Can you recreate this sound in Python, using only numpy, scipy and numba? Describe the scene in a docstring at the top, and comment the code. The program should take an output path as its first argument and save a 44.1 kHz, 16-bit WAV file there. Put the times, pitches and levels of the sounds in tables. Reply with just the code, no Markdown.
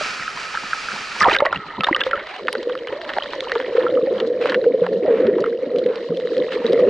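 """Surf, then under the wave

Surf hisses over rocks, as filtered noise and impulses; wind and slops thud, drops of spray tick on a waterproof
case at the waterline. A wave slaps over it and it sinks in a string of bubbles, each a decaying sine.
Under water the churning foam booms through a resonance, the air trapped at the microphone port,
while small bubbles fizz and crack against the case as blips, filtered noise and ringing impulses."""
import sys
import numpy as np
from scipy import signal
from scipy.fft import rfft, irfft, next_fast_len
from scipy.io import wavfile
from scipy.ndimage import uniform_filter1d, minimum_filter1d
from numba import njit

SR = 44100
rng = np.random.default_rng(int(sys.argv[2]) if len(sys.argv) > 2 else 0)


def int16_out(signal):
    """Quantize to a 16-bit WAV file."""
    q = np.round(np.clip(np.atleast_2d(signal).T, -1, 1) * 32767)
    wavfile.write(sys.argv[1], SR, q.astype(np.int16))


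N = 303849
T = np.arange(N) / SR  # time of every sample [s]
CLOSES_AGAIN_S = 1.8   # water closes over the port for good
PINCH_S = 0.0012       # time a bubble takes to pinch off

# fizz on the case: (time [s], relative body level [dB], relative sparkle level [dB])
FIZZ_LEVEL = [(1.2, -18, -30), (1.37, -30, -58), (1.5, -32, -47), (1.88, -39, -47), (2.06, -33, -55),
              (2.33, -41, -46), (2.65, -43, -45.5), (3.0, -39.5, -48.5), (3.17, -37, -42),
              (3.55, -35.5, -45), (3.85, -36.5, -45.5), (4.08, -44.5, -49), (5.0, -47, -51),
              (5.09, -35.5, -54.5), (5.27, -36, -53.5), (5.56, -47, -52), (6.02, -45.5, -48),
              (6.25, -47.5, -44), (6.89, -34.5, -45.5)]


def undb(db):
    """Decibels to gain."""
    return 10 ** (np.asarray(db) / 20)


def unit(x):
    """Scale to rms 1."""
    return x / np.sqrt(np.mean(x ** 2))


def curve(rows):
    """Each column of a (time [s], ..) table at every sample."""
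    s, *columns = np.transpose(rows)
    return [np.interp(T, s, c) for c in columns]


def add(out, s, sound):
    """Mix a short sound in at time s."""
    i = max(int(s * SR), 0)
    out[..., i:i + sound.shape[-1]] += sound[..., :max(N - i, 0)]


def walk(rate):
    """Smooth chance with spread near 1, heading for a new value rate times a second."""
    steps = rng.standard_normal(4096)
    return 1.3 * np.interp(T * rate, np.arange(len(steps)), steps)


def colour(x, points, size=4096):
    """Minimum-phase filter with the given (frequency [Hz], gain [dB]) response."""
    hz, db = np.transpose(points)
    gain = undb(np.interp(np.log(np.fft.rfftfreq(size, 1 / SR) + 1), np.log(hz), db))
    # folding the cepstrum forward in time makes the filter causal
    cepstrum = irfft(np.log(gain))
    cepstrum[1:size // 2] *= 2
    cepstrum[size // 2 + 1:] = 0
    response = irfft(np.exp(rfft(cepstrum)))
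    return np.apply_along_axis(lambda v: signal.fftconvolve(v, response)[:len(v)], -1, x)


@njit
def svf(x, g, k):
    """State-variable band-pass with a moving centre."""
    y, band, low = np.empty(len(x)), 0., 0.
    for i in range(len(x)):
        v = (band + g[i] * (x[i] + 1e-18 - low)) / (1 + g[i] * (g[i] + k))
        band, low, y[i] = 2 * v - band, low + 2 * g[i] * v, k * v
    return y


def ring(x, hz, q):
    """One resonance, gain 1 at its centre."""
    g = np.tan(np.pi * np.minimum(hz, SR / 3) / SR) * np.ones(x.shape[-1])
    return np.apply_along_axis(svf, -1, x, g, 1. / q)


def pops(rate, spread_db):
    """Random impulses, rate a second on average, with exponentially scattered dB sizes; rms 1."""
    chance = rng.random(N)
    size = np.minimum(rng.exponential(size=N), 4.5)
    return unit((chance < rate / SR) * undb(spread_db * size) * rng.choice([-1, 1], N))


def spread(mid, side):
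    """Left and right from mid and side."""
    return np.array([mid + side, mid - side])


def bubble(hz, swell, decay, lag_s, rise=0.018):
    """A bubble swells as it pinches off, then rings down while its pitch bends by rise per decay (in cycles)."""
    cycles = np.arange(int((swell + 6 * decay) * SR / hz) + 2) * hz / SR
    age = np.maximum(cycles - swell, 0) / decay
    size = np.sin(np.pi / 2 * np.minimum(cycles / swell, 1)) ** 2 * np.exp(-age)
    phase = np.cumsum(1 + rise * age) * hz / SR
    lead = np.tanh(2 * np.pi * hz * lag_s) / 2  # it reaches one microphone first
    return size * np.sin(spread(2 * np.pi * phase, lead))


def swarm(low_hz, high_hz, spread_db, cycles, lag_s, count):
    """Chance bubbles of every pitch in a range, a few cycles long, most of them faint; rms 1."""
    out = np.zeros((2, N))
    for when, pitch, size, life, side in rng.random((count, 5)):
        hz = low_hz * (high_hz / low_hz) ** pitch
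        db = spread_db * min(-np.log(size), 4.5)
        swell = cycles * (.5 + life)
        plop = bubble(hz, swell, swell / 2, lag_s * (2 * side - 1))
        add(out, when * N / SR, undb(db) * plop)
    return unit(out)


def lift():
    """Troughs bring the case nearer the surface, so the pocket rings higher: its rise in octaves."""
    # wave troughs: (time [s], half length [s], rise [octaves])
    troughs = [(2.313, 0.084, 0.57), (3.054, 0.12, 0.27), (3.326, 0.16, 0.13)]
    return sum(octaves * np.exp(-((T - s) / half_s) ** 2) for s, half_s, octaves in troughs)


def port_pitch(closing_s=0.23, glide_s=0.031):
    """The air in the port rings high while open and low once sealed, settling lower as the case sinks."""
    open_hz, sealed_hz, deep_hz, settle_s = 1280, 546, 480, 1.22
    closes_s, drains_s = 1.37, 1.54  # water covers the port, then drains off once
    sealed, = curve([(closes_s - closing_s, 0), (closes_s, 1),
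                     (drains_s - glide_s, 1), (drains_s, 0),
                     (CLOSES_AGAIN_S - glide_s, 0), (CLOSES_AGAIN_S, 1)])
    sinking = np.exp(-np.maximum(T - closes_s, 0) / settle_s)
    pocket_hz = deep_hz + (sealed_hz - deep_hz) * sinking
    return open_hz + sealed * (pocket_hz * 2 ** lift() - open_hz)


def surf(port_hz, left_db=-0.7):
    """Countless bursting bubbles on the rocks merge into a hiss that rings the port."""
    # spectrum of the hiss: (frequency [Hz], relative gain [dB])
    surf_colour = [(30, -22), (60, -31), (110, -24.5), (220, -15), (310, -19), (420, -14.5), (700, -14.5),
                   (1000, -17), (1350, -5.5), (1800, -8), (2050, -12.5), (2350, -6), (3500, -16),
                   (4750, -12.5), (7000, -24), (11000, -43.5)]
    # stereo width: (frequency [Hz], side minus mid [dB])
    surf_width = [(60, -21), (110, -22), (190, -23), (340, -28.5), (600, -11), (740, -9), (1110, -17),
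                  (2100, -5), (3550, -12), (4600, -35.5), (6350, -9), (11400, -18.5)]
    # the surf is shut out as the wave covers the case: (time [s], relative level [dB])
    surf_level = [(0, -26.5), (.35, -31.5), (1.22, -30.5), (1.25, -37), (1.35, -29.5), (1.41, -91),
                  (2, -100)]
    mid, side = (rng.standard_normal(N) + 0.61 * pops(rate=2200, spread_db=4.0) for _ in range(2))
    hiss = colour(spread(mid, colour(side, surf_width)), surf_colour)
    hiss = hiss + 1.6 * ring(hiss, port_hz, q=18)
    waver_db = .8 * walk(18)
    level_db = curve(surf_level)[0] + waver_db
    return unit(hiss) * undb(spread(level_db, left_db / 2))


def fizz(body_db=-1, sparkle_db=-1, split_hz=2500):
    """Pitched blips over a soft wash of foam on the case; body and sparkle swell independently."""
    # tint of the foam: (frequency [Hz], relative gain [dB])
    fizz_colour = [(200, -5), (800, -0.5), (980, -1.5), (1150, -5), (1350, -3.5), (1560, -8), (1850, 3),
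                   (2500, -7.5), (3000, -1), (3450, -5), (4000, 0), (5500, -14), (7600, -24.5),
                   (9200, -33.5), (11000, -48)]
    out = 0
    blips = swarm(low_hz=900, high_hz=7000, spread_db=3.4, cycles=3.8, lag_s=1.1e-4, count=3200)
    body_level_db, sparkle_level_db = curve(FIZZ_LEVEL)
    # filter, level [dB], stereo width, share of blips
    bands = [("low", body_level_db + body_db, .3, .55),
             ("high", sparkle_level_db + sparkle_db, .8, .85)]
    for kind, level_db, width, share in bands:
        mid, side = rng.standard_normal((2, N))
        foam = colour(share * blips + spread(mid, width * side), fizz_colour)
        foam = signal.sosfilt(signal.butter(4, split_hz, kind, fs=SR, output="sos"), foam)
        out = out + unit(foam) * undb(level_db + 2.0 * walk(40))
    return out * undb(1.4 * walk(70))


def crackle(level_db=-7):
    """Tiny bubbles plink against the case as short sines, louder where the fizz is thicker."""
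    plinks = swarm(low_hz=1000, high_hz=4800, spread_db=2.2, cycles=4.5, lag_s=5e-5, count=130)
    return plinks * undb(level_db + np.mean(curve(FIZZ_LEVEL), axis=0))


def ticks(level_db=-7.5, rate=110, width=0.31, dull_hz=4800):
    """The nearest bubbles of the foam burst one by one, each an impulse that rings the case."""
    # resonances of the case: (frequency [Hz], Q, relative level [dB])
    case_modes = [(980, 9, 1), (1330, 9, -4.5), (1750, 5, 20.5), (2970, 15, 10), (3800, 21, 5.5)]
    taps = pops(rate=rate, spread_db=2.4)
    taps = spread(taps, width * taps * walk(200))
    out = sum(ring(taps * undb(db + 4 * walk(200)), hz, q=q) for hz, q, db in case_modes)
    out = signal.sosfilt(signal.butter(3, dull_hz, fs=SR, output="sos"), out)
    return unit(out) * undb(level_db + np.mean(curve(FIZZ_LEVEL), axis=0))


def churn_gain(throb_db=1.8, throb_rate=26):
    """The foam is driven by the first slap, then surges; it recedes in the troughs and throbs unevenly."""
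    # churning foam: (time [s], relative level [dB])
    churn_level = [(1.67, -44), (1.95, -30.5), (2.7, -25), (3.35, -29), (3.8, -18), (4.3, -19.5),
                   (4.8, -18), (5.04, -19.5), (5.1, -13), (5.28, -11.5), (5.38, -16.5), (5.7, -22.5),
                   (5.87, -17.5), (5.98, -22), (6.25, -22.5), (6.43, -16), (6.55, -22), (6.72, -15.5),
                   (6.87, -9)]
    slap_s, slap_db, attack_s, release_s = 1.14, -22, .05, 0.23
    trough_db_per_octave = -22.5
    slap = np.exp(np.minimum((T - slap_s) / attack_s, (slap_s - T) / release_s))
    surge = undb(curve(churn_level)[0] + trough_db_per_octave * lift())
    return (surge + undb(slap_db) * slap) * undb(throb_db * walk(throb_rate))


def churn(port_hz, churn_db=-2.0, gurgle=0.87):
    """A cloud of large bubbles gurgles and drives the wobbling pocket of air trapped at the port."""
    # tint of the cloud: (frequency [Hz], relative gain [dB])
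    cloud_colour = [(25, -56.5), (60, -36), (100, -17), (140, -12.5), (180, -10.5), (300, 0.5), (420, 10.5),
                    (600, 0), (750, -11), (1000, -41.5), (2000, -61)]
    wobble, trough_wobble = .03, .22  # shares of the pocket pitch: under water, and more per octave of lift
    push, side = (pops(rate=500, spread_db=2.0) + 0.48 * rng.standard_normal(N) for _ in range(2))
    push = spread(push, .07 * side)
    glugs = swarm(low_hz=175, high_hz=600, spread_db=2.1, cycles=4.5, lag_s=1e-4, count=480)
    rumble = unit(colour(push, cloud_colour))
    cloud = unit(rumble + gurgle * unit(colour(glugs, cloud_colour)))
    pocket_hz = port_hz * np.exp((wobble + trough_wobble * lift()) * walk(60))
    pocket = ring(ring(push, pocket_hz, q=13.4), pocket_hz, q=6.0)
    # share of the cloud beside the pocket; it closes in again as the water gets rougher
    nearness, = curve([(2.7, 0.67), (3.4, 0.48), (4.8, 0.78)])
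    boom = nearness * cloud + 1.35 * unit(pocket)
    boom = boom / np.sqrt(uniform_filter1d(boom[0] ** 2, size=2600) + 1e-12)  # even out the loudness
    return boom * churn_gain() * undb(churn_db)


def single_plops(lag_s=5.5e-5, rough=0.74, calm_cycles=7):
    """A first knock on the case in air, then single bubbles: decaying sines that quiver, then ring clean."""
    # a knock in air, then bubbles large and small: (time [s], pitch [Hz], relative level [dB], decay [cycles])
    plop_list = [ (.008, 600, -18, 5.3), (1.203, 5700, -19, 8.4), (1.206, 1930, 3, 1.8),
                 (1.212, 5580, -11, 14), (1.211, 1212, 4, 7.9), (1.219, 4760, -12, 9),
                 (1.231, 1703, 7.5, 6.5), (1.239, 1320, 2, 2.9), (1.25, 1035, 3, 3.3), (1.255, 950, 0, 4.6),
                 (1.263, 750, -2, 4), (1.268, 990, -4, 5.5), (1.284, 1206, -4, 6.3), (1.298, 1830, -13, 6),
                 (1.273, 752, -8.5, 3.4), (1.312, 2430, -8, 4.6), (1.316, 880, -11, 3.2),
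                 (1.324, 370, -15.5, 0.96), (1.331, 2940, -10, 2.7), (1.336, 3870, -15.5, 8.3),
                 (1.348, 2120, -4, 5.2), (1.356, 1545, -14.5, 17), (1.386, 3700, -13.5, 10),
                 (1.402, 2090, -10.5, 6.5), (1.405, 536, -14, 2.8), (1.422, 863, -12, 5.5),
                 (1.453, 1092, -20, 23), (1.463, 1890, -5, 5.4), (1.465, 616, -13.5, 3.9),
                 (1.527, 1370, -8.5, 5.5), (1.559, 2760, -15, 7.8), (1.806, 2590, -15, 7.6),
                 (1.805, 1296, -18, 19), (1.834, 1250, -12, 10.5), (1.8418, 3580, -9, 13),
                 (1.869, 700, -8.5, 1.5), (1.928, 1970, -2, 3.9), (1.947, 2950, -2, 4.3),
                 (1.946, 1200, -13, 15), (2.007, 3370, -16.5, 16), (2.014, 1614, -12, 9.4),
                 (2.013, 2750, -10.5, 5.3), (2.035, 3460, -16.5, 8.8), (2.482, 1850, -2, 2.3),
                 (2.528, 10760, -28, 17), (3.171, 830, -15.5, 2.9), (3.183, 740, -6.5, 0.86),
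                 (2.789, 3060, -29, 7.4), (2.884, 3000, -24, 7.5), (3.223, 3050, -16.5, 7.7),
                 (3.865, 1327, -14, 9.3), (3.972, 1230, -22, 6.6), (4.069, 528, -9, 8.9),
                 (4.025, 328, -16.5, 4.3), (4.705, 278, -22.5, 7.1), (4.81, 178, -25.5, 10.3),
                 (5.07, 207, -32, 6.3), (5.05, 621, -13, 18), (5.077, 540, -7.5, 5.9),
                 (5.245, 226.5, -18.5, 8.5), (5.44, 1338, -13, 3.5), (5.461, 1270, -18, 3.5),
                 (5.85, 189, -26.5, 2.7), (6.09, 171, -25.5, 6.8), (6.64, 228, -24.5, 5),
                 (6.665, 3770, -15.5, 5.5)]
    pinch_cycles = 2.54  # the lowest pitches swell for at least this long
    out = np.zeros((2, N))
    for s, hz, db, decay in plop_list:
        chance = rng.standard_normal(512)
        plop = bubble(hz, max(PINCH_S * hz, pinch_cycles), decay, np.sign(chance[0]) * lag_s)
        steps = np.arange(len(chance))
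        quiver = np.interp(T[:plop.shape[1]] * hz, steps, chance * np.exp(-steps / calm_cycles))
        add(out, s, undb(db) * plop * (1 + rough * quiver))
    return out


def buffets(length_s=0.00967):
    """Gusts and slops of water push on the port: short noise bursts through two low resonances."""
    # thuds: (time [s], peak level [dB])
    thuds = [(0.014, -42), (0.198, -36), (0.354, -38), (0.639, -33), (0.933, -31), (1.222, -20),
             (1.567, -26), (1.66, -35.5), (1.786, -19.5)]
    out, t = np.zeros(N), T[:SR // 10]
    for s, db in thuds:
        push = rng.standard_normal(len(t)) * t * np.exp(-t / length_s)
        thud = ring(ring(push, 175, q=1.4), 190, q=0.9)
        add(out, s - length_s, thud / abs(thud).max() * undb(db))
    return out


def drops():
    """Each drop of spray is an impulse on the case that rings the open port for a few cycles."""
    # drops: (time [s], relative level [dB])
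    drop_list = [(0.196, -18), (0.279, -13), (0.551, -14), (0.573, -11.5), (0.732, -6), (0.886, -13),
                 (0.918, -16)]
    taps = np.zeros(N)
    for s, db in drop_list:
        add(taps, s, undb([db]))
    tick = ring(ring(taps, 1330, q=15.0), 1620, q=8.2)
    return tick / abs(tick).max() * taps.max()


def sweeps(width=0.48):
    """Foam brushes past: dense impulses through one resonance that swell and die away."""
    # sheets of foam: (start [s], end [s], relative level [dB], centre [Hz])
    sheets = [(1.194, 1.247, -24.5, 5940), (1.283, 1.366, -22, 2350), (2.002, 2.013, -21.5, 2800),
              (2.035, 2.105, -36.5, 3800), (2.239, 2.415, -33, 2470), (3.067, 3.143, -32, 1490),
              (3.263, 3.404, -40, 3340), (3.456, 3.536, -40, 1900), (3.711, 3.92, -31, 1460),
              (4.104, 4.28, -34.5, 1330), (4.394, 4.556, -28, 2200), (4.82, 4.88, -35, 1280),
              (5.033, 5.336, -35, 1620), (5.841, 6.017, -38, 1370), (6.503, 6.565, -30, 2900),
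              (6.586, 6.753, -35.5, 1910)]
    # tint of the foam: (frequency [Hz], relative gain [dB])
    sweep_colour = [(150, -22.5), (600, 11.5), (1000, 7), (4000, -5.5), (5200, -13.5), (7000, -21),
                    (11000, -31.5)]
    out = np.zeros((2, N))
    foam = spread(pops(rate=8700, spread_db=-2.0), width * pops(rate=4600, spread_db=2.5))
    foam = colour(foam, sweep_colour) * undb(3.2 * walk(150))
    for start, end, db, hz in sheets:
        first = int(start * SR)
        last = max(int(end * SR), first + SR // 250)
        brush = unit(ring(foam[:, first:last], hz, q=1.23))
        add(out, start, brush * signal.windows.cosine(brush.shape[1]) * undb(db))
    return out


def plunges(decay_cycles=3, scatter_octaves=0.53, lag_s=6e-5, count=32):
    """Air dragged under with the case breaks into separate bubbles: small ones, then large, then small."""
    # plunges: (start [s], end [s], relative level [dB],
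    #           typical pitch of the largest bubbles [Hz], of the smallest [Hz])
    plunge_list = [(1.212, 1.359, -20.5, 700, 2050), (1.807, 2.041, -40, 714, 2480)]
    collapse_share, collapse_width = 0.395, 0.255  # when the cavity collapses, as shares of the plunge
    out = np.zeros((2, N))
    for start, end, db, low_hz, high_hz in plunge_list:
        burst = np.zeros((2, N))
        for when, pitch, size, side in rng.random((count, 4)):
            collapse = np.exp(-((when - collapse_share) / collapse_width) ** 2)
            typical_hz = high_hz * (low_hz / high_hz) ** collapse
            hz = typical_hz * 2 ** (scatter_octaves * (2 * pitch - 1))
            plop = bubble(hz, PINCH_S * hz, decay_cycles, lag_s * (2 * side - 1))
            add(burst, start + when * (end - start), size * plop)
        # rms is taken over the whole scene, so scale it to the length of the plunge
        out += unit(burst) * np.sqrt((end - start) / T[-1]) * undb(db)
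    return out


def chirps(swell_cycles=1, lag_s=5e-5):
    """A bubble breaks off abruptly; its pitch climbs as it nears the surface or sags as it is dragged down."""
    # chirps: (time [s], starting pitch [Hz], relative level [dB], decay [cycles], pitch rise per decay [share])
    chirp_list = [(1.281, 469, -5.5, 3.3, 0.16), (1.4215, 556, -1, 3.9, .04), (1.8856, 863, -5, 5, 0.19),
                  (1.91, 304, -11, 2.3, 0.069), (2.064, 513, -12.5, 8, .01), (2.132, 1414, -7, 12, -0.06)]
    out = np.zeros((2, N))
    for s, hz, db, decay, rise in chirp_list:
        add(out, s, undb(db) * bubble(hz, swell_cycles, decay, lag_s, rise))
    return out


def faint_cracks(count, decay_s=0.0041):
    """Chance cracks under water as (time [s], relative level [dB], centre [Hz], decay [s])."""
    typical_db, spread_db, typical_hz = -29, 3, 2400
    chance_cracks = []
    for when, size, pitch in rng.random((count, 3)):
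        s = CLOSES_AGAIN_S + when * (T[-1] - CLOSES_AGAIN_S)
        db = typical_db + spread_db * (2 * size - 1)
        hz = typical_hz * 2 ** (2 * pitch - 1)
        chance_cracks.append((s, db, hz, decay_s))
    return chance_cracks


def cracks(crack_db=-3.5, spatter_s=0.0005, width=0.15, fragments=0.61):
    """A bubble collapses on the case: a snap, then its fragments rattle on around the same pitch."""
    # loud cracks: (time [s], relative level [dB], centre [Hz], decay of the fragments [s])
    loud_cracks = [(1.2964, -3, 2000, 0.0019), (1.307, -23, 1200, 0.0038), (1.329, -11, 2900, .002),
                   (1.351, -10, 2250, 0.0015), (1.36, -10.5, 1080, 0.0021), (1.364, 7, 1510, 0.0017),
                   (1.4036, -2.5, 1100, 0.0052), (1.452, -3.5, 1020, 0.0092), (1.457, -12, 3920, 0.00079),
                   (1.5265, -6.5, 1050, 0.0039), (1.8078, -4, 1670, 0.0013), (1.835, -11, 3400, 0.0024),
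                   (1.8442, -3, 2200, 0.0017), (1.868, -5, 1490, 0.0069), (1.8853, -19, 1280, 0.0097),
                   (1.963, -4.5, 1580, 0.0024), (2.037, -11.5, 2400, 0.0021), (2.0663, -11, 1233, 0.0031),
                   (2.1108, -9, 2360, 0.0021), (2.1542, -17, 1830, 0.0055), (2.192, -18.5, 1700, 0.025),
                   (2.352, -23, 1850, 0.0032), (2.363, -19.5, 3080, 0.0034), (2.471, -17, 2600, 0.002),
                   (2.4818, -5.5, 1400, 0.0055), (2.528, -11, 3620, 0.0013), (2.5513, -10, 1550, 0.0046),
                   (2.629, -20.5, 3920, 0.0031), (2.696, -15, 1330, 0.0055), (2.752, -13, 1490, 0.0025),
                   (2.7756, -21, 2400, 0.0017), (2.8716, -14, 1640, 0.0041), (3.05, -17, 1720, 0.0032),
                   (2.924, -20.5, 1760, 0.0075), (3.015, -15.5, 1860, 0.00092), (3.091, -11, 1650, 0.0069),
                   (3.1028, -17, 1800, 0.0021), (3.1354, -14, 2230, .003), (3.1653, -12.5, 950, 0.0063),
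                   (3.1839, -4.5, 1440, 0.0019), (3.234, -15.5, 2920, 0.0046), (3.258, -17, 1090, 0.004),
                   (3.334, -10, 780, 0.00079), (3.406, -7.5, 2730, 0.00024), (3.4958, -13, 1880, 0.0029),
                   (3.5182, -3, 1970, 0.0024), (3.553, -7.5, 1030, 0.006), (3.6003, -7, 1370, 0.0052),
                   (3.624, -17.5, 1210, 0.0028), (3.772, -18, 1800, .002), (3.8054, -20, 1250, 0.0061),
                   (4.201, -10, 2090, 0.0038), (4.457, -3.5, 1570, 0.00086), (4.489, -15, 1540, 0.017),
                   (4.496, -12.5, 2930, 0.0067), (4.52, -9, 1200, 0.0066), (4.544, -4.5, 1720, 0.0052),
                   (4.6408, -17, 1480, 0.0029), (4.841, -23, 985, 0.0086), (4.865, -8.5, 960, 0.0038),
                   (5.2682, -15.5, 1800, 0.0036), (5.353, -25, 1300, 0.0043), (5.404, -27, 4860, 0.0045),
                   (5.382, -16.5, 960, 0.0084), (5.441, -21, 1380, 0.0044), (5.46, -22, 1500, 0.0029),
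                   (5.76, -21, 2450, 0.0024), (5.7848, -21, 4250, 0.002), (5.8617, -18, 2480, 0.0024),
                   (5.957, -15.5, 1830, 0.0006), (6.1708, -19.5, 3900, 0.0026), (6.2, -19.5, 1690, 0.0008),
                   (6.272, -18, 1830, .002), (6.3675, -18.5, 2190, 0.0016), (6.38, -20.5, 4540, .0015),
                   (6.522, -12.5, 1950, 0.0029), (6.53, -21, 2140, 0.0082), (6.722, -20, 3150, 0.0041),
                   (6.731, -16, 2200, 0.0017)]
    # tint of a crack: (frequency [Hz], relative gain [dB])
    crack_colour = [(100, -16), (500, 16.5), (1000, 7.5), (1850, 11.5), (2400, 1.5), (3000, 9), (4300, 5),
                    (5600, -4.5), (7500, -11), (11000, -21)]
    out, t = np.zeros((2, N)), T[:SR // 20]
    for s, db, hz, decay_s in loud_cracks + faint_cracks(count=18):
        mid, side, rattle = rng.standard_normal((3, len(t)))
        burst = t / spatter_s * np.exp(-t / spatter_s)
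        rattle = rattle * (1 - np.exp(-t / spatter_s)) * np.exp(-t / decay_s)
        mid = mid * burst + fragments * ring(rattle, hz, q=0.95)
        mid[int(2 * spatter_s * SR)] += 1.3  # the snap
        crack = colour(ring(spread(mid, width * side * burst), hz, q=1.2), crack_colour)
        add(out, s, crack / abs(crack.mean(axis=0)).max() * undb(db + crack_db))
    return out


def gulps(port_hz, swell_cycles=3, decay_cycles=4, lag_s=3e-5, rise=0.023, scatter_octaves=0.048):
    """Big gulps of air thump the pocket: sines near its pitch that swell, bend up and die away."""
    # gulps: (time [s], relative level [dB])
    gulp_list = [(2.133, -16), (2.549, -15), (2.669, -12.5), (2.925, -16.5), (3.172, -19), (3.557, -8.5),
                 (3.608, -15), (3.749, -10), (3.779, -0.5), (3.852, -16), (3.96, -9.5), (4.029, -9),
                 (4.222, -10), (4.297, -15), (4.392, -18), (4.448, -12), (4.557, -8), (4.663, 6.5),
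                 (4.741, -6.5), (4.817, -5), (4.92, -13), (5.105, -5), (5.192, -7.5), (5.251, -8),
                 (5.375, -11), (5.473, -10), (5.742, -11.5), (5.825, -16), (5.857, -7.5), (5.897, -10),
                 (6.118, -15), (6.187, -13), (6.248, -12.5), (6.318, -9), (6.39, -20.5), (6.462, -11.5),
                 (6.557, -9), (6.642, -8), (6.73, -7.5)]
    out = np.zeros((2, N))
    for (s, db), detune in zip(gulp_list, rng.standard_normal(len(gulp_list))):
        hz = port_hz[int(s * SR)] * 2 ** (scatter_octaves * detune) / (1 + rise)
        add(out, s, undb(db) * bubble(hz, swell_cycles, decay_cycles, lag_s, rise))
    return out


def flex(x):
    """The case flexes at one pitch and shakes the microphones out of step; around it the left one leads."""
    # stereo width under water: (frequency [Hz], gain of the side [dB])
    water_width = [(150, -13.5), (350, -21.5), (600, -2.5), (1300, -2), (1850, -21.5), (2500, -8.5),
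                   (3700, 2), (4800, 1), (7000, -3)]
    flex_hz, flex_q, flex_side = 4030, 1.3, 0.084
    mid, side = x.mean(axis=0), (x[0] - x[1]) / 2
    shake = np.gradient(ring(mid, flex_hz, q=flex_q)) * SR / (2 * np.pi * flex_hz)
    hz, db = np.transpose(water_width)
    size = next_fast_len(N)
    width = undb(np.interp(np.log(np.fft.rfftfreq(size, 1 / SR) + 1), np.log(hz), db))
    return spread(mid, irfft(rfft(side + flex_side * shake, size) * width, size)[:N])


def scene():
    """Open air until the wave arrives, then water all around."""
    port_hz = port_pitch()
    wet, = curve([(1.2, 0.092), (1.225, 1)])  # foam stays faint until the wave arrives
    knocks = cracks() + sweeps() + wet * (fizz() + crackle() + ticks())
    knocks = knocks + 1.2 * ring(knocks, port_hz, q=27)  # whatever strikes the case leaves the port ringing
    plops = plunges() + single_plops() + chirps() + gulps(port_hz)
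    struck = plops + knocks + wet * churn(port_hz)
    return surf(port_hz) + buffets() + drops() + flex(struck)


def record(dry, ceiling=0.65, top_hz=11200):
    """Each microphone has its own colour; a fast limiter holds the loudest peaks down; the top is cut."""
    # the two microphones differ: (frequency [Hz], left minus right [dB])
    mic_balance = [(110, .2), (340, 0), (620, -1), (1110, -2.2), (2000, -1.3), (3550, -.5), (6350, .5)]
    heard = np.array([colour(x, [(hz, sign * db / 2) for hz, db in mic_balance])
                      for x, sign in zip(dry, (1, -1))])
    headroom = np.minimum(1, ceiling / (abs(heard).max(axis=0) + 1e-9))
    gain = uniform_filter1d(minimum_filter1d(headroom, size=120), size=120)
    return signal.sosfilt(signal.ellip(8, .2, 70, top_hz, fs=SR, output="sos"), heard * gain)


dry = scene()
out = record(dry)
int16_out(out)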